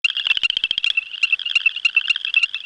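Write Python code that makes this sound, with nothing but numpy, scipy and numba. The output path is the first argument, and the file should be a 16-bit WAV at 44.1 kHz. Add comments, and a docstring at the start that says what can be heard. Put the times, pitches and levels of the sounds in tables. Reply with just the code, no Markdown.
"""A night marsh full of small frogs, close to the microphone. It opens on a bright, rising peep over
clicks, far peeps, a faint patter of distant calls and hiss. At about 0.3 s a second near frog answers
with a flat, pure peep, and the nearest rattles a slow, climbing trill with low thumps under it.
The trill stops at 0.9 s; the clicks thicken again and the two near frogs trade peeps to the end."""
import sys
import numpy as np
from scipy import signal
from scipy.fft import rfft, irfft
from scipy.io import wavfile
from scipy.ndimage import uniform_filter1d, minimum_filter1d
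from numba import njit

SR = 44100
rng = np.random.default_rng(int(sys.argv[2]) if len(sys.argv) > 2 else 0)


def digitize_waveform(pressure):
    """Quantize a signal to 16-bit integers and store it at the path in sys.argv[1].

    Rows of a 2-D input are taken as channels; values are limited to [-1, 1].
    """
    field = np.atleast_2d(pressure).T
    bounded = np.clip(field, -1, 1)
    quanta = np.round(bounded * 32767).astype(np.int16)
    wavfile.write(sys.argv[1], SR, quanta)


N = 116865

# the nearest frog's trill (time [s], level [dB], second harmonic [Hz], first harmonic trim [dB])
TRILL_PULSES = [(0.2683, -10.9, 2956, -17), (0.3149, -10.5, 3029, -16), (0.3718, -8.2, 3031, -19),
                (0.4345, -7.4, 3032, -22), (0.5, -6.4, 3084, -22), (0.5685, -6.5, 3138, -22),
                (0.6379, -6.9, 3138, -23), (0.7099, -6.0, 3190, -24), (0.7791, -7.6, 3236, -22),
                (0.8437, -7.5, 3268, -20), (0.9018, -7.2, 3337, -20)]
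# timbre of a click, harmonics 1-7 (level [dB])
CLICK_VOICE = [2.5, .7, -23, -38, -45, -52, -57]
# timbre of a far peep, harmonics 1-7 (level [dB])
FAR_VOICE = [-27, 0, -27, -44, -52, -58, -62]
CLICK_SHAPE = dict(attack_s=.0016, release_s=.004, bend=.03, glide_s=.002,
                   sag_db=-5, bright_db=4, waver_db=1.8, rasp=.75)
FAR_SHAPE = dict(attack_s=.004, release_s=.005, bend=-.04, glide_s=.006,
                 sag_db=-.5, bright_db=2.5, waver_db=2.2, rasp=.5)


def rising_frog():
    """A near frog scoops up to pitch, with a bright edge on each peep."""
    # peeps (time [s], length [s], level [dB], second harmonic [Hz])
    notes = [(.0424, .0217, -8, 2786), (.4405, .0245, -8.5, 2779), (.8603, .0247, -11.8, 2770),
             (1.2275, .0246, -8, 2771), (1.553, .0247, -8, 2783), (1.8473, .0238, -7.7, 2781),
             (2.0961, .0219, -7.8, 2787), (2.427, .022, -8.5, 2774)]
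    # timbre, harmonics 1-7 (level [dB])
    voice = [-25, 1.3, -23, -32, -35, -39, -47]
    shape = dict(attack_s=.0095, release_s=.007, bend=-.15, glide_s=.0036,
                 sag_db=-1.5, bright_db=22, waver_db=.8, rasp=.45)
    return peeps(notes, voice, shape)


def flat_frog():
    """A second near frog holds its pitch, almost a pure tone."""
    # peeps (time [s], length [s], level [dB], second harmonic [Hz])
    notes = [(.3025, .0225, -8, 2690), (.641, .0206, -13.2, 2687), (.972, .022, -10.3, 2681),
             (1.3238, .0226, -8.5, 2686), (1.658, .0221, -6.7, 2679), (1.9646, .0235, -7, 2678),
             (2.3633, .0245, -7.6, 2674), (2.6371, .02, -25, 2742)]
    # timbre, harmonics 1-7 (level [dB])
    voice = [-31, 1.2, -39, -46, -60, -64, -66]
    shape = dict(attack_s=.004, release_s=.006, bend=.005, glide_s=.003,
                 sag_db=-2.5, bright_db=8, waver_db=.6, rasp=.3)
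    return peeps(notes, voice, shape)


def trilling_frog():
    """The nearest frog rattles out hard-edged pulses that climb in pitch."""
    # timbre, harmonics 1-7 (level [dB])
    voice = [8, 9, -15, -30, -38, -44, -47]
    shape = dict(attack_s=.0005, release_s=.004, bend=-.002, glide_s=.0012,
                 sag_db=-8, bright_db=8, waver_db=.7, rasp=.7)
    return pulses(TRILL_PULSES, voice, shape, length_s=.0066)


def trill_thumps(rise_s=.0002, snap_s=.0005, tail_s=.009, tail_share=.16):
    """A short, low thump with a slow return under each trill pulse."""
    # one thump per trill pulse (level [dB])
    strengths = [-60, -27, -20, -18, -17, -18, -18, -17, -19, -21, -28]
    out, t = np.zeros(N), np.arange(SR // 10) / SR
    recovery = (1 - tail_share) * np.exp(-t / snap_s) + tail_share * np.exp(-t / tail_s)
    dip = (1 - np.exp(-t / rise_s)) * recovery
    for pulse, db in zip(TRILL_PULSES, strengths):
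        add(out, pulse[0], -undb(db) * dip)
    return out


def low_knocks():
    """Soft, lower knocks sit under the start of the trill."""
    # knocks (time [s], length [s], level [dB], second harmonic [Hz])
    notes = [(.2685, .009, -34, 2100), (.3, .009, -36, 2100), (.315, .009, -35, 2100)]
    # timbre, harmonics 1-7 (level [dB])
    voice = [0, -16, -30, -40, -50, -55, -60]
    return peeps(notes, voice, CLICK_SHAPE)


def frog_clicks():
    """Dry, raspy clicks: scattered frog calls, and the clicking onsets of three near peeps."""
    # clicks (time [s], level [dB], second harmonic [Hz], first harmonic trim [dB])
    clicks = [(0.0653, -21.9, 3026, -21), (0.0854, -12.6, 3183, -20), (0.1007, -9.7, 3216, -11),
              (0.1076, -22.3, 3212, -37), (0.1134, -28.0, 3013, -28), (0.1307, -29.0, 3208, -26),
              (0.1517, -24.1, 3149, -14), (0.1583, -24.2, 3237, -27), (0.1676, -13.0, 3240, -20),
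              (0.1733, -20.5, 2958, -26), (0.1803, -17.7, 2890, -40), (0.1884, -20.2, 3193, -18),
              (0.1967, -9.0, 3294, -11), (0.202, -21.4, 3288, -20), (0.2142, -24.9, 2877, -26),
              (0.2262, -24.5, 3263, -25), (0.2388, -24.9, 3251, -25), (0.2468, -19.2, 3179, -19),
              (0.255, -12.8, 3270, -20), (0.3009, -8.3, 3370, -11), (0.3233, -28.3, 2856, -13),
              (0.3312, -27.1, 3248, -24), (0.3469, -21.8, 3208, -17), (0.3537, -14.9, 3324, -19),
              (0.3632, -27.1, 3250, -25), (0.3898, -26.1, 3001, -27), (0.418, -23.9, 3351, -22),
              (0.5339, -24.1, 2900, -33), (0.8345, -25.5, 2884, -33), (0.9102, -17.2, 3448, -17),
              (0.9705, -27.3, 2905, -16), (1.0586, -28.9, 2931, -22), (1.068, -28.7, 3198, -17),
              (1.1149, -22.5, 2998, -21), (1.1435, -22.9, 2938, -28), (1.1564, -24.3, 3284, -17),
              (1.1695, -29.8, 3196, -25), (1.1792, -19.4, 3017, -21), (1.217, -22.3, 3157, -20),
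              (1.2517, -16.5, 3017, -16), (1.2671, -29.7, 2915, -21), (1.2767, -27.0, 2961, -11),
              (1.2885, -30.4, 3320, -16), (1.3, -16.7, 3269, -24), (1.3059, -25.7, 3018, -25),
              (1.3467, -29.1, 3106, -12), (1.3517, -29.4, 2923, -8), (1.3944, -16.3, 3254, -21),
              (1.4055, -25.2, 3182, -26), (1.4163, -12.4, 3178, -22), (1.4315, -28.1, 2936, -6),
              (1.4627, -21.2, 2867, -27), (1.4892, -25.4, 3144, -24), (1.4981, -14.7, 3309, -22),
              (1.5129, -11.3, 3205, -21), (1.524, -24.8, 2958, -10), (1.5337, -26.1, 3080, -20),
              (1.5441, -24.5, 2954, -37), (1.5966, -30.9, 2834, -34), (1.6039, -16.3, 3178, -15),
              (1.6154, -17.7, 3056, -15), (1.6326, -23.5, 3440, -13), (1.6368, -24.5, 3109, -25),
              (1.6479, -25.6, 2919, -26), (1.6556, -24.4, 2879, -18), (1.6928, -19.3, 3374, -18),
              (1.7041, -27.7, 3209, -19), (1.7118, -24.8, 3129, -17), (1.7163, -25.3, 3133, -10),
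              (1.7214, -26.8, 3039, -21), (1.7489, -23.5, 3457, -20), (1.7618, -24.0, 3305, -21),
              (1.7724, -22.1, 2887, -32), (1.7978, -20.0, 3090, -32), (1.818, -30.8, 3256, -19),
              (1.8307, -30.4, 2949, -17), (1.8871, -19.7, 3173, -19), (1.8974, -22.7, 2961, -8),
              (1.9118, -28.3, 2960, -19), (1.931, -27.2, 3198, -20), (1.9501, -18.3, 3018, -8),
              (1.9641, -23.5, 2889, -13), (1.9965, -25.9, 3008, -22), (2.012, -14.0, 3077, -11),
              (2.022, -26.9, 3239, -17), (2.0299, -29.0, 3007, -18), (2.0558, -21.4, 2957, -25),
              (2.0739, -20.1, 3405, -19), (2.0822, -11.0, 3119, -11), (2.0963, -21.1, 3525, -20),
              (2.1212, -28.2, 2889, -18), (2.1482, -28.5, 3614, -12), (2.1603, -10.0, 3166, -12),
              (2.1717, -29.2, 3105, -27), (2.1773, -24.7, 3069, -18), (2.1923, -30.7, 3205, -26),
              (2.2012, -24.3, 3247, -20), (2.2126, -22.4, 3156, -29), (2.2173, -27.4, 3341, -18),
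              (2.2328, -30.4, 3053, -26), (2.2484, -9.1, 3213, -11), (2.2648, -20.9, 3220, -21),
              (2.2793, -25.3, 3189, -21), (2.2842, -22.7, 3197, -16), (2.296, -25.1, 3140, -21),
              (2.3, -29.3, 2946, -27), (2.3054, -26.4, 2983, -19), (2.3408, -8.8, 3281, -11),
              (2.3578, -21.4, 3203, -15), (2.3904, -24.3, 3202, -22), (2.3949, -23.6, 2953, -30),
              (2.4571, -23.0, 3207, -16), (2.4641, -27.1, 3349, -19), (2.4829, -29.4, 3119, -18),
              (2.4939, -24.3, 3237, -19), (2.535, -25.6, 3251, -50), (2.5452, -10.7, 3443, -12),
              (2.575, -29.7, 3323, -20), (2.5828, -28.0, 3222, -20), (2.6044, -21.9, 3319, -22),
              (2.6129, -27.2, 3063, -23)]
    return pulses(clicks, CLICK_VOICE, CLICK_SHAPE, length_s=.0062)


def far_frogs():
    """Frogs further off give soft, wavering peeps."""
    # peeps (time [s], length [s], level [dB], second harmonic [Hz])
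    notes = [(0.1699, 0.0216, -19.3, 2862), (0.2052, 0.018, -23.0, 2841), (0.2879, 0.0088, -24.1, 2749),
             (0.5251, 0.0198, -23.9, 2869), (0.5838, 0.0259, -34.0, 2676), (0.7231, 0.0232, -28.0, 2722),
             (0.8317, 0.0104, -24.5, 2842), (0.9136, 0.024, -36.4, 2669), (1.0154, 0.0274, -28.5, 2722),
             (1.0596, 0.0214, -29.5, 2745), (1.1334, 0.0219, -23.6, 2862), (1.25, 0.0096, -19.5, 2789),
             (1.2672, 0.0221, -27.7, 2714), (1.3079, 0.0078, -19.6, 2700), (1.4544, 0.0279, -19.4, 2846),
             (1.53, 0.018, -32.0, 2787), (1.5925, 0.01, -27.6, 2808), (1.6478, 0.0043, -21.9, 2731),
             (1.7001, 0.0229, -33.0, 2795), (1.761, 0.0226, -21.3, 2866), (1.8792, 0.0217, -23.6, 2766),
             (1.985, 0.0161, -21.0, 2726), (2.0392, 0.0238, -22.4, 2840), (2.1311, 0.0219, -31.6, 2769),
             (2.268, 0.0194, -19.2, 2694), (2.29, 0.019, -23.8, 2742), (2.3921, 0.0196, -22.7, 2819),
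             (2.4151, 0.0139, -22.9, 2768), (2.55, 0.0242, -22.3, 2701)]
    return peeps(notes, FAR_VOICE, FAR_SHAPE)


def distant_patter(tick_s=.007, first_harmonic_trim_db=-19, peep_s=.021):
    """Many distant frogs tick and peep at random, blurring into a bed."""
    ticks = [(start, db, hz, first_harmonic_trim_db)
             for start, db, hz in crowd(per_s=300, db=-43.5, spread_db=4.5, hz=3200, spread_hz=260)]
    notes = [(start, peep_s, db, hz)
             for start, db, hz in crowd(per_s=40, db=-40, spread_db=3.5, hz=2790, spread_hz=110)]
    return pulses(ticks, CLICK_VOICE, CLICK_SHAPE, tick_s) + peeps(notes, FAR_VOICE, FAR_SHAPE)


def reed_echo(frogs, level_db=-19, t60_s=.03):
    """The reeds scatter the calls into a very short, diffuse tail."""
    t = np.arange(SR // 10) / SR
    tail = rng.standard_normal(len(t)) * undb(-60 * t / t60_s) * (t > .001)
    return undb(level_db) * signal.fftconvolve(frogs, tail / np.linalg.norm(tail))[:N]


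def hiss(level_db=-57, flicker_db=2.5):
    """Faint background hiss whose level flickers."""
    # noise colour (frequency [Hz], level [dB])
    colour = [(25, 3), (60, -4), (150, -9), (500, -9), (1000, -7), (1600, -3), (2200, -3), (4500, -9),
              (7000, -17), (10000, -19)]
    band_hz, band_db = np.array(colour).T
    hz = np.maximum(np.arange(N // 2 + 1) * SR / N, 20)
    eq = undb(np.interp(np.log(hz), np.log(band_hz), band_db))
    noise = irfft(rfft(rng.standard_normal(N)) * eq, N)
    return noise / noise.std() * undb(level_db + flicker_db * drift(per_s=40))


def frog_note(length_s, db, hz, voice, attack_s, release_s, bend, glide_s,
              sag_db, bright_db, waver_db, rasp):
    """A harmonic note swells, glides onto pitch, wavers and dies away; its weak harmonics rasp (0-1)."""
    t = np.arange(int(length_s * SR)) / SR
    jitter = rng.standard_normal((8, 48))

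    def wobble(row, per_s):
        return np.interp(t * per_s, np.arange(48), jitter[row])

    glide = 1 + bend * np.exp(-(t / glide_s) ** 2 / 2)  # bend: starting offset as a share of the pitch
    phase = 2 * np.pi * (np.cumsum(hz / 2 * glide) / SR + rng.random())  # hz is the second harmonic
    swell = np.sin(np.pi / 2 * np.clip(t / attack_s, 0, 1))
    release = np.clip((length_s - t) / release_s, 0, 1)
    tone = 0
    for k, harmonic_db in enumerate(voice, start=1):
        gain = undb(harmonic_db)
        if k != 2:
            rough = rasp if k > 2 else .7 * rasp
            gain = gain * (np.sqrt(1 - rough ** 2) + 1.2 * rough * wobble(k, per_s=900))
        if k > 2:  # the overtones flare at the onset
            gain = gain * undb(bright_db * np.exp(-t / glide_s / 2))
        tone = tone + gain * np.sin(k * phase)
    level_db = db + sag_db * t / length_s + waver_db * wobble(0, per_s=400)
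    return swell * release * undb(level_db) * tone


def peeps(notes, voice, shape):
    """Play a list of notes in one voice."""
    out = np.zeros(N)
    for start, length_s, db, hz in notes:
        add(out, start, frog_note(length_s + .001, db, hz, voice, **shape))
    return out


def pulses(ticks, voice, shape, length_s):
    """Short ticks of the vocal sac, each with its own share of the first harmonic."""
    out = np.zeros(N)
    for start, db, hz, trim_db in ticks:
        tick_voice = [voice[0] + trim_db, *voice[1:]]
        add(out, start - shape["attack_s"] / 2, frog_note(length_s, db, hz, tick_voice, **shape))
    return out


def crowd(per_s, db, spread_db, hz, spread_hz):
    """Random calls (time [s], level [dB], second harmonic [Hz])."""
    count = int(per_s * N / SR)
    starts = rng.random(count) * N / SR + .005
    loudness, pitch = rng.standard_normal((count, 2)).T
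    return zip(starts, db + spread_db * loudness, hz + spread_hz * pitch)


def drift(per_s):
    """Smooth random motion with a spread near 1."""
    hold = int(SR / per_s)
    steps = np.repeat(rng.standard_normal(N // hold + 1), hold)
    return 1.3 * uniform_filter1d(uniform_filter1d(steps, hold), hold)[:N]


def undb(db):
    """Decibels to amplitude."""
    return 10 ** (np.asarray(db) / 20)


def add(out, start, x):
    """Mix x into out at a time in seconds."""
    i = int(start * SR)
    out[i:i + len(x)] += x[:max(len(out) - i, 0)]


@njit
def follow_peaks(x, fall):
    """Peak follower: jumps up at once, falls slowly."""
    held, envelope = 0., np.empty(len(x))
    for i in range(len(x)):
        held = max(abs(x[i]), held * fall)
        envelope[i] = held
    return envelope


def limiter(x, threshold_db=-6.5, ratio=8, release_s=.018):
    """The gain ducks under the loudest calls."""
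    peak = follow_peaks(x, float(np.exp(-1 / (release_s * SR))))
    gain = np.minimum(undb(threshold_db) / (peak + 1e-9), 1) ** (1 - 1 / ratio)
    return x * uniform_filter1d(minimum_filter1d(gain, size=17), size=17)


def scene():
    """The mono mix: frogs, their echo in the reeds, hiss and thumps."""
    frogs = (rising_frog() + flat_frog() + far_frogs() + trilling_frog()
             + frog_clicks() + distant_patter() + low_knocks())
    return (frogs + reed_echo(frogs) + hiss() + trill_thumps())[None]


def record(dry, open_s=.041, lopsidedness=.03, top_hz=9900):
    """Opens after a short hush; a limiter, a slightly lopsided microphone, no DC, a steep top cut."""
    fade_in = np.clip((np.arange(N) / SR - open_s) / .002, 1e-3, 1)
    x = limiter(dry[0] * fade_in)
    x = x - lopsidedness * x ** 2
    x = signal.sosfilt(signal.butter(1, 10, "high", fs=SR, output="sos"), x)
    return signal.sosfilt(signal.ellip(10, .2, 80, top_hz, fs=SR, output="sos"), x)[None]


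dry = scene()
out = record(dry)
digitize_waveform(out)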